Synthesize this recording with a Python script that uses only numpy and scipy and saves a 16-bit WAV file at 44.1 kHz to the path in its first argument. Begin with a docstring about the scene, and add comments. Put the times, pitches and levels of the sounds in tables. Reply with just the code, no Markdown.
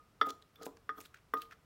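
"""A quiet room, close to a clay mortar in which a pestle pounds wet herbs.
The pestle clacks against the wall, which rings, slides down and lands in the paste with a hollow thud.
The paste squelches under each blow and smacks as the pestle lifts: fibres and small bubbles burst.
Near surfaces and the room add short reflections, over a faint low noise."""
import sys
import numpy as np
from scipy import signal
from scipy.fft import rfft, irfft
from scipy.io import wavfile

SR = 44100
rng = np.random.default_rng(int(sys.argv[2]) if len(sys.argv) > 2 else 0)


def output_pcm(signal):
    """Save a mono or channel-first signal as 16-bit PCM at the path in sys.argv[1].

    Samples are clipped to [-1, 1] before scaling.
    """
    pcm = np.clip(np.atleast_2d(signal).T, -1, 1) * 32767
    wavfile.write(sys.argv[1], SR, np.round(pcm).astype(np.int16))


N = 72765
LEAD_S, TOP_HZ = 0.2, 15900

# Modes of pestle and wall in contact. 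Each row: frequency in Hz, level in dB, T60 in seconds.
CLACK_MODES = [(665, -19, 0.018), (1667, -40.5, 0.032), (1883, -18.5, .018), (3197, -16.5, 0.019),
               (3465, -13, .036), (4720, -27.5, 0.041)]
# Free wall modes above the lowest. Each row: frequency in Hz, level in dB, T60 in seconds.
WALL_MODES = [(1325, -18, 0.29), (1912, -28.5, .1), (3330, -14.5, 0.061), (3610, -23.5, 0.057),
              (4765, -28, .12)]
# Modes of the bowl's hollow and its seat. Each row: frequency in Hz, level in dB, T60 in seconds.
HOLLOW_MODES = [(179, -17.5, 0.18), (250, -15, .14), (283, -9, .15), (319, -13, 0.2014), (448.6, 0, 0.16),
                (481, -8.5, 0.069), (579, -12.5, 0.12), (766, -10.5, 0.088)]
# Crunch spectrum. Each row: frequency in Hz, density in dB.
CRUNCH_SPECTRUM = [(150, -8.5), (300, -15.5), (650, -2.5), (1000, -3.5), (1400, 3.5), (2000, 2),
                   (2350, -19), (4000, -25), (7000, -34.5), (16000, -43.5)]
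# Each row: start in seconds, clack level in dB, hardness cutoff in Hz, clack pitch in Hz,
# clink level in dB, ring level in dB, ring pitch in Hz, ring rise in seconds,
# time until damped in seconds, hollow level in dB, crunch level in dB.
KNOCKS = [(-.1, -35, 2040, 1290, -68, -41, 1239, 0.0043, 0.11, -48, -51),
          (.2132, -9.5, 3220, 1305, -41, -25.5, 1242, 0.038, 0.1074, -34, -22),
          (0.892, -25.5, 2267, 1216, -55.5, -35.5, 1238, 0.0035, 0.025, -45.5, -34),
          (1.3373, -18, 1500, 1186, -50, -30.5, 1229, 0.012, 0.057, -35, -29.5)]


def knock(clack_db, hard_hz, clack_hz, clink_db, ring_db, ring_hz, rise_s, free_s, hollow_db, crunch_db):
    """A short, gritty clack; the wall rings on until the sinking pestle damps it."""
    contact_s, damp_db, damp_s = 0.0007, -9.5, 0.0034
    t = np.arange(SR // 2) / SR
    clack = rising(t, 0.00071) * mode(clack_hz, t60_s=0.028) + ring(CLACK_MODES, hard_hz)
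    clink = amp(clink_db) * mode(hz=5510, t60_s=0.028)
    damping = amp(damp_db * (1 + np.tanh((t - free_s) / damp_s)) / 2)
    wall = rising(t, rise_s) * damping * (mode(ring_hz, t60_s=0.35) + ring(WALL_MODES, hard_hz))
    hollow = amp(hollow_db) * ring(HOLLOW_MODES)
    crunch = amp(crunch_db) * dying(t, t60_s=0.027) * noise(len(t), CRUNCH_SPECTRUM)
    return rising(t, contact_s) * (amp(clack_db) * clack + clink + amp(ring_db) * wall + hollow + crunch)


# Dull rush of displaced paste. Each row: frequency in Hz, density in dB.
MUSH_SPECTRUM = [(150, -15), (310, -3), (380, 0), (445, 0), (540, -8), (760, -8), (1250, -10), (1800, -36),
                 (5000, -41)]
# Each row: start in seconds, level in dB, softness cutoff in Hz.
THUDS = [(.271, -42, 900), (.303, -51, 430), (0.6135, -50.5, 794), (0.666, -40.5, 980), (0.985, -50, 513)]


def thud(level_db, soft_hz):
    """The cushioned blow pushes the air in the bowl and shoves the paste aside."""
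    push_hz, push_db, push_t60_s = 670, 4, 0.023
    t = np.arange(SR // 2) / SR
    air = ring(HOLLOW_MODES + [(push_hz, push_db, push_t60_s)], soft_hz)
    mush = amp(-7) * dying(t, t60_s=0.19) * noise(len(t), MUSH_SPECTRUM)
    return amp(level_db) * (air + mush)


# Wet paste spectrum. Each row: frequency in Hz, gain in dB.
PASTE_SPECTRUM = [(200, -8), (800, -16), (1400, 6.5), (2400, 2.5), (4000, 0.5), (6500, -2), (10000, -8),
                  (12000, -3.5), (15000, -7), (16000, 2)]
# Each row: centre in seconds, half length in seconds, level in dB, tilt in dB per octave,
# air pocket resonance in Hz.
SQUELCHES = [(.2155, 0.0023, -62, 10.5, 12500), (.231, 0.001, -56.5, 13, 14600),
             (.266, 0.0046, -54.5, 1, 14400), (.2703, 0.00039, -48, 9, 6800), (.296, 0.005, -49, -1, 6500),
             (.3052, .0016, -42, 0, 3560), (.424, 0.0022, -58, -5, 3500), (.559, 0.0011, -58, 1.5, 12330),
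             (.626, 0.0046, -56.5, -1.5, 4840), (.6325, 0.003, -52, 1.5, 4160),
             (.645, 0.018, -63, 2.5, 5260), (.659, 0.0033, -49, 2, 8600), (.6655, 0.0014, -47, 0, 2220),
             (.771, 0.0014, -57.5, -4.5, 6360), (.893, 0.00058, -59.5, 9.5, 13500),
             (.982, 0.0087, -59, 4.5, 13200), (1.0052, 0.0014, -48.5, 2, 5150),
             (1.0135, 0.0027, -52, 2.5, 9500), (1.03, 0.021, -65, 1, 9160),
             (1.058, 0.0045, -54.5, 0.5, 4000), (1.1455, 0.0019, -49, -2, 2350),
             (1.17, .012, -65, -4.5, 2500), (1.3398, 0.0012, -39, 15.5, 11600),
             (1.3723, 0.0017, -48, -13.5, 3800), (1.382, 0.0092, -65, 3, 5370),
             (1.421, 0.0021, -45.5, 0, 3500), (1.425, 0.016, -61, 1, 3270), (1.512, 0.0035, -55, -3, 2450),
             (1.527, 0.0049, -51, -6, 1430)]


def squelch(half_s, level_db, tilt_db_per_octave, pocket_hz):
    """Fibres and small bubbles burst in a clump, coloured by the air pocket under the pestle."""
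    pocket_db, pocket_octaves = 7, 0.35
    clicks, envelope = grains(half_s)
    hz = np.geomspace(100, TOP_HZ, 100)
    resonance_db = pocket_db * np.exp(-(np.log2(hz / pocket_hz) / pocket_octaves) ** 2)
    spectrum = np.transpose([hz, value_at(PASTE_SPECTRUM, hz) + resonance_db])
    clump = envelope * colour(pops(clicks), spectrum, tilt_db_per_octave)
    return amp(level_db) * unit(clump) * rms(envelope)


def pops(clicks, count=32, decay_cycles=2.1):
    """Each click bursts as a few cycles at a random pitch; together they are about white."""
    t = np.arange(SR // 100) / SR
    pitches_hz = np.linspace(np.sqrt(700), np.sqrt(TOP_HZ), count) ** 2
    pick = rng.integers(0, count, len(clicks))
    out = np.zeros(len(clicks))
    for k, hz in enumerate(pitches_hz):
        pop = np.sin(2 * np.pi * hz * t) * np.exp(-hz * t / decay_cycles) * hz ** 0.75
        out += excite(clicks * (pick == k), pop)
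    return out


# Each row: centre in seconds, half length in seconds, wall level in dB, hollow level in dB.
SLIDES = [(.266, 0.018, -49.5, -55), (.62, 0.018, -57, -52.5), (.983, 0.0063, -47.5, -58)]


def slide(half_s, wall_db, hollow_db):
    """Grit under the pestle excites the damped wall and the hollow, which rings on."""
    lowest_hz, t60_s = 1245, 0.061
    clicks, envelope = grains(half_s)
    damped_modes = [(lowest_hz, 0, t60_s)] + [(hz, db, t60_s) for hz, db, _ in WALL_MODES]
    rub = envelope * unit(excite(clicks, ring(damped_modes, cutoff_hz=2500)))
    hum = rms(envelope) * unit(excite(clicks * envelope, ring(HOLLOW_MODES, cutoff_hz=900)))
    return amp(wall_db) * rub + amp(hollow_db) * hum


def grains(half_s, rate_per_s=6000, spread_db=4.5):
    """Tiny random clicks and, separately, an envelope that swells and fades."""
    t = np.arange(-SR // 8, SR // 8) / SR
    chance, size_draw, sign_draw = rng.random((3, len(t)))
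    size = amp(spread_db * np.minimum(-np.log(size_draw + 1e-9), 4))
    clicks = (chance < rate_per_s / SR) * size * np.sign(sign_draw - 0.5)
    envelope = 1 / np.cosh(np.minimum(abs(t / half_s), 20))
    return clicks, envelope


# Each row: start in seconds, level in dB.
TICKS = [(0.5594, -56)]


def tick(level_db):
    """A glancing touch on the upper wall sounds one high note of the clay."""
    return amp(level_db) * mode(hz=3500, t60_s=0.058)


# Each row: delay in seconds, linear gain.
ECHOES = [(.0024, -0.013), (.0086, -.2), (0.0147, .15)]


def near_echoes(x):
    """First reflections from bowl, body and floor."""
    n = np.arange(len(x))
    return sum(gain * np.interp(n - delay_s * SR, n, x, left=0) for delay_s, gain in ECHOES)


# Each row: frequency in Hz, T60 in seconds.
ROOM_DECAY = [(100, 0.45), (400, 0.52), (1200, 0.25), (4000, 0.26), (16000, 0.3)]


def room(x):
    """A short diffuse tail, each band dying at its own rate."""
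    hz, t, bands = signal.stft(rng.standard_normal(SR // 2), SR, nperseg=256)
    decay = dying(t, value_at(ROOM_DECAY, hz)[:, None])
    _, tail = signal.istft(bands * decay, SR, nperseg=256)
    tail[:SR // 200] = 0  # 5 ms pre-delay
    return excite(x, tail / np.linalg.norm(tail))


# Each row: frequency in Hz, density in dB.
BACKGROUND_SPECTRUM = [(15, -40.5), (25, -8.5), (87, -2.5), (373, -14), (659, -16), (840, -18.5),
                       (1260, -15.5), (1480, -19.5), (1890, -22), (4740, -29.5), (5430, -28.5), (6210, -32),
                       (16000, -36.5)]


def background():
    """Faint steady noise, mostly bass."""
    return amp(-68.5) * noise(N, BACKGROUND_SPECTRUM)


def amp(db):
    return 10 ** (np.asarray(db) / 20)


def rms(x):
    return np.sqrt(np.mean(x ** 2) + 1e-20)


def unit(x):
    return x / rms(x)


def rising(t, rise_s):
    return 1 - np.exp(-t / rise_s)


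def dying(t, t60_s):
    return amp(-60 * t / t60_s)


def mode(hz, t60_s):
    t = np.arange(SR // 2) / SR
    return dying(t, t60_s) * np.sin(2 * np.pi * hz * t)


def ring(modes, cutoff_hz=np.inf):
    """Sum of modes; a soft contact weakens those above the cutoff."""
    return sum(amp(db) * mode(hz, t60_s) / np.hypot(1, (hz / cutoff_hz) ** 2) for hz, db, t60_s in modes)


def excite(x, response):
    return signal.fftconvolve(x, response)[:len(x)]


def value_at(points, hz):
    """Interpolates on a log-frequency axis."""
    points_hz, values = np.transpose(points)
    return np.interp(np.log(hz + 1), np.log(points_hz), values)


def colour(x, spectrum, tilt_db_per_octave=0, pivot_hz=4000):
    """Filters x by a tilted spectrum; output at rms 1."""
    hz = np.fft.rfftfreq(len(x), 1 / SR)
    octaves = np.log2(np.maximum(hz, SR / 64) / pivot_hz)
    gain = amp(value_at(spectrum, hz) + tilt_db_per_octave * octaves)
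    return unit(irfft(rfft(x) * gain, len(x)))


def noise(samples, spectrum):
    return colour(rng.standard_normal(samples), spectrum)


def add(track, start_s, sound):
    """Mixes a sound into a track that begins LEAD_S early."""
    start = max(round((start_s + LEAD_S) * SR), 0)
    part = track[start:start + len(sound)]
    part += sound[:len(part)]


def scene():
    """Clay and paste in the room; the small bowl radiates no deep bass."""
    clay_send_db, paste_send_db, bass_cut_hz = -14.5, -14, 220
    lead = round(LEAD_S * SR)
    clay, paste = np.zeros((2, lead + N))
    room_tone = background()
    for table, source in ((KNOCKS, knock), (THUDS, thud), (TICKS, tick)):
        for start_s, *row in table:
            add(clay, start_s, source(*row))
    for table, source in ((SLIDES, slide), (SQUELCHES, squelch)):
        for centre_s, *row in table:
            sound = source(*row)
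            add(paste, centre_s - len(sound) / SR / 2, sound)
    reverb = room(amp(clay_send_db) * clay + amp(paste_send_db) * paste)
    highpass = signal.butter(3, bass_cut_hz, "high", fs=SR, output="sos")
    mix = signal.sosfilt(highpass, clay + near_echoes(clay) + paste + reverb)
    return (mix[lead:] + room_tone)[None]


def record(dry):
    """Steep low-pass at TOP_HZ."""
    lowpass = signal.firwin(511, TOP_HZ, window=("kaiser", 9), fs=SR)
    return signal.oaconvolve(dry, lowpass[None], "same")


dry = scene()
out = record(dry)
output_pcm(out)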